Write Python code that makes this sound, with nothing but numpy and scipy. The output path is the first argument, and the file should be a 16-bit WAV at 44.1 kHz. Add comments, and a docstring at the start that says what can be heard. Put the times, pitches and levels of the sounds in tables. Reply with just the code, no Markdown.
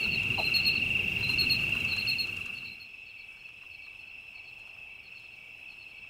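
"""Tree crickets trill at dusk by a thicket, while a small animal crunches and rustles through dry brush.
Field crickets chirp in groups of notes that fall in pitch, and the animal gives one short grunt.
A louder listening spot dissolves into a quieter one. Crickets are gliding tones with echoes; air, drone and
rustle are shaped noise; twigs are puffs of noise; the grunt is a few falling tones made rough."""
import sys
import numpy as np
from scipy import signal
from scipy.io import wavfile
from scipy.ndimage import uniform_filter1d

SR = 44100
rng = np.random.default_rng(int(sys.argv[2]) if len(sys.argv) > 2 else 0)


def field_ratio(decibels):
    """Amplitude ratio for a level in dB (20 dB per decade); scalars and array-likes work."""
    return 10 ** (np.asarray(decibels, dtype=float) / 20)


def transcribe(u):
    """Save the signal u as a 16-bit wav file named by the first command-line argument.

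    u: samples, shape (n,) or (channels, n), limited to [-1, 1]; the rate is SR.
    q: integer samples, one column per channel.
    """
    v = np.clip(np.atleast_2d(u).T, -1, 1)
    q = np.round(v * 32767).astype(np.int16)
    wavfile.write(sys.argv[1], SR, q)


N = 268833
T = np.arange(N) / SR


def in_time(rows):
    """Columns of a table joined by straight lines in time."""
    s, *columns = np.transpose(rows)
    return [np.interp(T, s, c) for c in columns]


def band(x, low_hz, high_hz):
    """Keeps the part of a sound between two pitches (Butterworth band-pass)."""
    sos = signal.butter(2, [low_hz, min(high_hz, .45 * SR)], "band", fs=SR, output="sos")
    return signal.sosfilt(sos, x)


def rms_one(x):
    """Scales to an rms of 1."""
    return x / np.sqrt(np.mean(x ** 2) + 1e-20)


def drift(rate):
    """Slow random wandering: straight lines between random points of spread 1, two per cycle of the rate (Hz)."""
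    knots = rng.standard_normal(400)
    return np.interp(T * rate * 2, np.arange(400), knots)


def dissolve():
    """Gains of the first and second spot: one fades out as the other fades in, along bent ramps."""
    start_s, end_s = 1.753, 2.91
    u = np.clip((T - start_s) / (end_s - start_s), 0, 1)
    return (1 - u) ** 1.106, u ** 0.44


# air and distant rumble, before flicker and swell:
# pitch_hz, first_spot_level (dB per Hz), second_spot_level (dB per Hz)
AIR_SPECTRUM = [(25, -73, -87), (52, -70.5, -88.5), (101, -62, -85), (148, -66.5, -92), (223, -66, -94.5),
                (286, -75.5, -96.5), (347, -72, -95.5), (500, -81.5, -99), (826, -89, -101),
                (1330, -90, -101), (1860, -90.5, -105), (2200, -81.5, -96), (3500, -86.5, -102),
                (4000, -89.5, -110), (5100, -96.5, -113), (6800, -100, -115), (16170, -100, -117)]
# the low rumble swells once: time_s, gain_db
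RUMBLE_SWELL = [(0, 1), (1, -0.5), (1.4, 2.5), (1.8, -1), (6.1, 0)]


def air(first, second, patchy_db):
    """Third-octave bands of noise, each with its own flicker, coloured for both spots."""
    out = 0
    edges = 20 * 2 ** (np.arange(31) / 3)
    white = rng.standard_normal((2, N))
    hz, *spots = np.transpose(AIR_SPECTRUM)
    rumble = field_ratio(in_time(RUMBLE_SWELL)[0])
    for k, (low, high) in enumerate(zip(edges, edges[1:])):
        log_centre = np.log(low * high) / 2
        a, b = (field_ratio(np.interp(log_centre, np.log(hz), db)) for db in spots)
        swell = rumble if high < 420 else 1
        flicker = field_ratio(patchy_db * drift(5))
        out = out + swell * np.hypot(a * first, b * second) * flicker * band(white[k % 2], low, high)
    return out * np.sqrt(SR / 2)    # from level per Hz to level of the noise


# swelling of the drone at the second spot: time_s, level_db
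DRONE_SWELL = [(0, -76), (3.6, -76.5), (3.85, -73), (4.4, -71.5), (4.8, -65.5), (5.1, -75), (5.6, -70.5),
               (6.1, -72.5)]


def far_drone(first, second):
    """A dull band of noise far off: steady at the first spot, swelling at the second."""
    gain = np.hypot(first * field_ratio(-59), second * field_ratio(in_time(DRONE_SWELL)[0]))
    return gain * rms_one(band(rng.standard_normal(N), 602, 930))


# echoes off trunks and ground, before each source's own echo gain and the treble loss: delay_s, level_db
TRUNK_ECHOES = [(0.015, -12), (0.02, -16.5), (0.027, -11.5), (0.033, -15.5), (0.076, -28)]


def thicket(x, echo_db, scatter_db, t60_s, blur_s=0.0021):
    """A few echoes, each blurred by twigs, and a dying scatter from leaves; both lose their treble."""
    t = T[:SR // 2]
    noise = rng.standard_normal((2, SR // 2))
    tail = noise[0] * field_ratio(-60 * t / t60_s) * (t > .004)
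    tail *= field_ratio(scatter_db) / np.sqrt(np.sum(tail ** 2))
    for s, db in TRUNK_ECHOES:
        echo = noise[1] * np.exp(-((t - s) / blur_s) ** 2)
        tail += field_ratio(db + echo_db) * echo / np.sqrt(np.sum(echo ** 2))
    tail = signal.lfilter([.55], [1, -.45], tail)
    return x + signal.fftconvolve(x, tail)[:N]


# gain of the rustle at the first spot: time_s, gain_db
ROOTING_GAIN = [(0, -55.5), (.1, -67.5), (.27, -63.5), (.58, -61.5), (.85, -67), (1.2, -66.5),
                (1.32, -59.5), (1.55, -62.5), (1.82, -59), (2.05, -60.5), (2.3, -59), (2.5, -57.5),
                (2.9, -63)]


def rooting(first, second):
    """Dense grains of uneven size in clumps: bright hiss of leaves over a duller crunch of soil."""
    sizes = field_ratio(3.4 * np.minimum(rng.exponential(1, N), 4)) * rng.standard_normal(N)
    grains_per_s = 9000 * field_ratio(3 * drift(11))
    grains = sizes * (rng.random(N) < grains_per_s / SR)
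    leaves = rms_one(band(grains, 2800, 12300)) * field_ratio(2.2 * drift(12) + 1.5 * drift(4.04))
    soil = rms_one(band(grains, 1156, 1610)) * field_ratio(4.1 * drift(14))
    gain = np.hypot(first * field_ratio(in_time(ROOTING_GAIN)[0]), second * field_ratio(-84))
    return gain * (field_ratio(2.5) * leaves + field_ratio(3.5) * soil)


def burst(events, length_s):
    """A short puff of noise around each event (s, dB), swelling and sinking alike."""
    clicks = np.zeros(N)
    clicks[[round(s * SR) for s, db in events]] = field_ratio(np.array(events)[:, 1])
    puff = np.exp(-(np.arange(-800, 801) / SR / length_s) ** 2)
    return signal.fftconvolve(clicks, puff, "same") * rng.standard_normal(N)


def snaps(rows):
    """Twigs and clods crunch around 1.4 kHz, dry stalks tick: puffs of noise with a broad bright edge."""
    rows = np.array(rows)
    crunch = band(field_ratio(5) * burst(rows[:, [0, 1]], 0.003), 1034, 1670)
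    bright_edge = band(burst(rows[:, [0, 2]], 0.004), 1900, 8900)
    return crunch + bright_edge


def small_snaps(per_s, crunch_db, spread_db, below_db):
    """Lesser snaps at random gaps, as rows of time, crunch and bright edge like the snap table."""
    luck = rng.random((80, 3))
    s = np.cumsum(-np.log(1 - luck[:, 0]) / per_s)
    db = crunch_db + spread_db * (2 * luck[:, 1] - 1)
    edge_db = db - below_db * (.5 + luck[:, 2])
    return np.transpose([s, db, edge_db])[s < T[-1]]


# the clearest snaps, levels before filtering and the crunch gain: time_s, crunch_db, bright_edge_db
CLEAR_SNAPS = [(0.0623, -32, -51), (0.2334, -53, -45.5), (0.3546, -47, -66), (0.565, -35, -42.5),
               (0.979, -39, -63), (1.2096, -43, -54), (1.2286, -32.5, -57), (1.2987, -32, -48),
               (1.3912, -39, -56), (1.4365, -33.5, -58), (1.696, -37, -45), (1.754, -33.5, -45.5),
               (1.8038, -51, -46), (1.8492, -42, -43), (1.9679, -35.5, -42.5), (2.123, -40, -64),
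               (2.2732, -55, -47), (2.369, -55, -45.5), (2.4612, -39, -44.5), (2.6307, -46, -70),
               (3.4241, -53, -68), (3.489, -51, -62), (3.636, -44, -74), (3.8681, -48, -72),
               (4.596, -58, -60), (5.1986, -65, -61), (5.3652, -58, -68)]


def twigs(first, second):
    """Clear snaps at set times, and lesser random ones that fade with each spot."""
    lesser_first = small_snaps(per_s=9.0, crunch_db=-45.5, spread_db=5, below_db=15)
    lesser_second = small_snaps(per_s=5, crunch_db=-56, spread_db=5.0, below_db=21)
    return snaps(CLEAR_SNAPS) + first * snaps(lesser_first) + second * snaps(lesser_second)


# one grunt: start_s, length_s, gain_db
GRUNT_EVENT = (.378, 0.0413, -33)
# its falling resonances, one a row: start_hz, end_hz, relative_level_db
GRUNT_RESONANCES = [(860, 540, 0), (990, 800, -5), (660, 560, -12)]


def grunt():
    """A short nasal grunt: falling tones whose strength is roughened by low-pitched noise."""
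    s, length, db = GRUNT_EVENT
    u = np.clip((T - s) / length, 0, 1)
    swell = np.minimum(u / .06, 1) * np.minimum((1 - u) / .4, 1) ** .8
    rough = 1 + 0.4 * rms_one(band(rng.standard_normal(N), 70, 207))
    tones = 0
    for start_hz, end_hz, level_db in GRUNT_RESONANCES:
        cycles = length * u * (start_hz + (end_hz - start_hz) * u / 2)
        tones = tones + field_ratio(level_db) * np.sin(2 * np.pi * cycles)
    return field_ratio(db) * swell * rough * tones


def trill(per_s, begin_s, start_hz, end_hz, peak_db, octave_db):
    """Each wing stroke is a short gliding tone with overtones; strength and phase are new each stroke."""
    stroke_s = 0.02193
    count = (T - begin_s) * per_s
    stroke = np.floor(count).astype(int)
    luck = rng.random((200, 2))[stroke % 200]
    u = np.minimum((count - stroke) / per_s / stroke_s, 1)    # 0 to 1 through the stroke
    cycles = stroke_s * u * (start_hz + (end_hz - start_hz) * u / 2)
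    turn = 2 * np.pi * (cycles + luck[:, 0])
    swell = np.sin(np.pi * u ** 1.01) ** 0.68 * field_ratio(peak_db + 5.3 * (luck[:, 1] - .5))
    third = field_ratio(octave_db - 13.5)
    return swell * (np.sin(turn) + field_ratio(octave_db) * np.sin(2 * turn) + third * np.sin(3 * turn))


# when the low cricket trills: start_s, length_s
LOW_BURSTS = [(2.64, .15), (3.15, .24), (3.77, .15), (4.33, .12), (4.88, .14), (5.37, .16), (5.92, .15)]


def low_cricket():
    """Bursts of short pulses on one low pitch."""
    gate = sum(1. * ((T > s) & (T < s + length)) for s, length in LOW_BURSTS)
    pulses = trill(33.0, .01, 2315, 2265, 0, -50)
    return field_ratio(-52) * uniform_filter1d(gate, size=300) * pulses


def chorus(start_hz, spread_hz, fall_hz, peak_db, octave_db, count=5):
    """A group of crickets further off, each with its own pace and pitch."""
    pitches = start_hz + spread_hz * rng.permutation(np.linspace(-1, 1, count))
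    paces = np.linspace(22.4, 27.2, count) + rng.uniform(-.3, .3, count)    # strokes per s
    singers = zip(paces, pitches)
    return sum(trill(p, -rng.random(), hz, hz - fall_hz, peak_db, octave_db) for p, hz in singers)


# groups of main, lower and higher singers at each spot; peak is a middling stroke of one singer:
# start_hz, spread_hz, fall_hz, peak_db, octave_db (relative to the main tone)
CROWD_FIRST = [(2786, 66.4, 226, -37.5, -41), (2499, 159, 249, -50, -38), (3220, 225, 330, -53.5, -36)]
CROWD_SECOND = [(2717, 71, 168, -54, -28), (2565, 133, 303, -62.5, -22.5), (2977, 90, 210, -64.5, -24),
                (3315, 150, 160, -75, -38)]


def crowd(first, second):
    """The rest of the tree crickets: each spot has its own groups of overlapping trills."""
    return first * sum(chorus(*c) for c in CROWD_FIRST) + second * sum(chorus(*c) for c in CROWD_SECOND)


# tree crickets heard singly; peak is a middling stroke, octave is relative to the main tone:
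# start_hz, end_hz, peak_db, octave_db
SOLO_TONES_FIRST = [(2868, 2600, -26, -33.5), (2755.4, 2510, -27.5, -31), (2448, 2190, -45, -36),
                    (3314, 3200, -60.5, -36)]
SOLO_TONES_SECOND = [(2770.6, 2500, -45.5, -23), (2751.6, 2560, -45, -23.5), (3365, 3325, -64.5, -40),
                     (3330, 3080, -66, -36)]
# their pace, in the same order: wing_strokes (per s), one_stroke_begins_s
SOLO_PACES_FIRST = [(23.26, -.002), (24.8, .025), (23.07, .004), (23.08, .005)]
SOLO_PACES_SECOND = [(24.0, 2.903), (23.33, 2.931), (23.59, 2.924), (24.2, 2.903)]


def solo_tree_crickets(first, second):
    """Tree crickets heard singly: steady trains of wing strokes that fall in pitch."""
    solos = first * sum(trill(*p, *c) for p, c in zip(SOLO_PACES_FIRST, SOLO_TONES_FIRST))
    solos += second * sum(trill(*p, *c) for p, c in zip(SOLO_PACES_SECOND, SOLO_TONES_SECOND))
    return solos


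# length and fall of a note by its pitch, higher notes last longer: pitch_hz, length_s, drop_hz
NOTE_SHAPES = [(4112, 0.019, 204), (4160, 0.03, 150), (4310, 0.0383, 360), (4384, 0.0406, 650)]


def chirps(notes, bend, slip_hz, rise_s, start_db, end, second_db, third_db):
    """A note may slip down from above, swells on a held pitch, then drops away as the stroke ends."""
    out = np.zeros(N)
    pitches, lengths, drops = np.transpose(NOTE_SHAPES)
    for s, peak_db, hz in notes:
        length = np.interp(hz, pitches, lengths)
        u = np.arange(int(length * SR)) / (length * SR)     # 0 to 1 through the note
        slip = slip_hz * np.exp(-u * length / 0.00072)      # the first teeth pass fast
        drop = np.interp(hz, pitches, drops) * u ** bend
        turn = 2 * np.pi * np.cumsum(hz + 20 + slip - drop) / SR
        swell = np.minimum(u * length / rise_s, 1)
        rise = np.minimum(u * length / 0.00067, 1) * (field_ratio(start_db) + (1 - field_ratio(start_db)) * swell)
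        fall = np.minimum((1 - u) / 0.47, 1) ** end
        overtones = field_ratio(second_db) * np.sin(2 * turn) + field_ratio(third_db) * np.sin(3 * turn)
        tone = np.sin(turn) + np.minimum(u / .5, 1) * overtones
        at = max(round((s - .005) * SR), 0)     # a note begins 5 ms ahead of its listed time
        out[at:at + len(u)] += field_ratio(peak_db) * rise * fall * tone
    return out


def sing(song, phrases, level_db=0):
    """Notes (s, peak dB, Hz) of a song repeated at each phrase's own beats and pitch."""
    notes = []
    for s, lead, beat, shift in phrases:
        for beats, db, hz in song:
            note_s = s + beats * (lead if beats < 0 else beat)
            notes.append((note_s, db + level_db, hz + shift))
    return [note for note in notes if note[0] > 0]


# songs of the far cricket (levels relative) and the faint one, soft lead-in if any, then full notes:
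# beats_from_first_full_note, level_db, pitch_hz (before the phrase's shift)
FAR_SONG = [(-1.33, -9, 4090), (-.84, -7, 4100), (0, -1, 4400), (0.96, 0, 4400)]
FAINT_SONG = [(0, -65.5, 4310), (1, -67, 4330)]
# their phrases: first_full_note_s, lead_in_beat_s, full_note_beat_s, pitch_shift_hz
FAR_PHRASES_FIRST = [(0.0034, .11, 0.11, -15), (0.624, .11, 0.11, -20), (1.878, .113, .098, -25),
                     (2.5471, 0.11, 0.1, 0)]
FAR_PHRASES_SECOND = [(3.059, 0.092, .12, 0), (3.711, 0.11, 0.11, -38), (4.344, .107, .109, -8),
                      (5.03, .095, .12, -28), (5.6843, 0.11, 0.11, -30)]
FAINT_PHRASES = [(3.3657, 0, .07, 20), (3.983, 0, .076, 0), (4.58, 0, .083, -70), (5.221, 0, 0.085, 0),
                 (5.8726, 0, .075, 60)]


def far_field_crickets(first, second):
    """Softer chirps at both spots, with slow swells, no opening slip and weak overtones."""
    soft = dict(bend=2.86, slip_hz=0, rise_s=.016, start_db=-19, end=.6, second_db=-32, third_db=-45)
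    notes_first = sing(FAR_SONG, FAR_PHRASES_FIRST, level_db=-38)
    notes_second = sing(FAR_SONG, FAR_PHRASES_SECOND, level_db=-59) + sing(FAINT_SONG, FAINT_PHRASES)
    return first * chirps(notes_first, **soft) + second * chirps(notes_second, **soft)


# song of the near cricket, soft lead-in then full notes:
# beats_from_first_full_note, level_db, pitch_hz (before the phrase's shift)
NEAR_SONG = [(-1.79, -46, 4080), (-1.39, -30, 4105), (-.87, -29.5, 4160), (0, -21.5, 4293),
             (1, -21.5, 4288)]
# its phrases: first_full_note_s, lead_in_beat_s, full_note_beat_s, pitch_shift_hz
NEAR_PHRASES = [(0.5447, .1135, .1129, 0), (1.3893, .111, .1117, 0), (2.0782, .1112, .1111, 0),
                (2.804, .106, .111, 0)]


def near_field_cricket(first):
    """Loud chirps at the first spot: each note slips in from above, holds and then drops."""
    notes = sing(NEAR_SONG, NEAR_PHRASES)
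    return first * chirps(notes, bend=5.0, slip_hz=251, rise_s=0.015, start_db=-6, end=0.27,
                          second_db=-26.5, third_db=-20)


def scene():
    """Crickets ring through the thicket; both spots are mixed by the dissolve."""
    first, second = dissolve()
    background = air(first, second, patchy_db=1.86) + far_drone(first, second)
    animal = thicket(twigs(first, second) + grunt(), -21, -6.5, 0.066) + rooting(first, second)
    crickets = thicket(crowd(first, second), 2.1, -1.7, 0.45)
    crickets += thicket(solo_tree_crickets(first, second) + low_cricket(), -2.5, -9, 0.3)
    crickets += thicket(far_field_crickets(first, second), 12.1, -2, 0.62, blur_s=0.0063)
    crickets += thicket(near_field_cricket(first), 3, -10, 0.37, blur_s=0.0032)
    return (background + animal + crickets)[None]


def top_cut(x):
    """Nothing passes above about 16.9 kHz."""
    return signal.sosfilt(signal.butter(12, 16860, fs=SR, output="sos"), x)


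def record(dry):
    """A steep low-pass filter cuts the top of the treble above 15750 Hz."""
    low_pass = signal.ellip(12, .2, 70, 15750, fs=SR, output="sos")
    mix = signal.sosfilt(low_pass, dry)
    return top_cut(mix)


dry = scene()
out = record(dry)
transcribe(out)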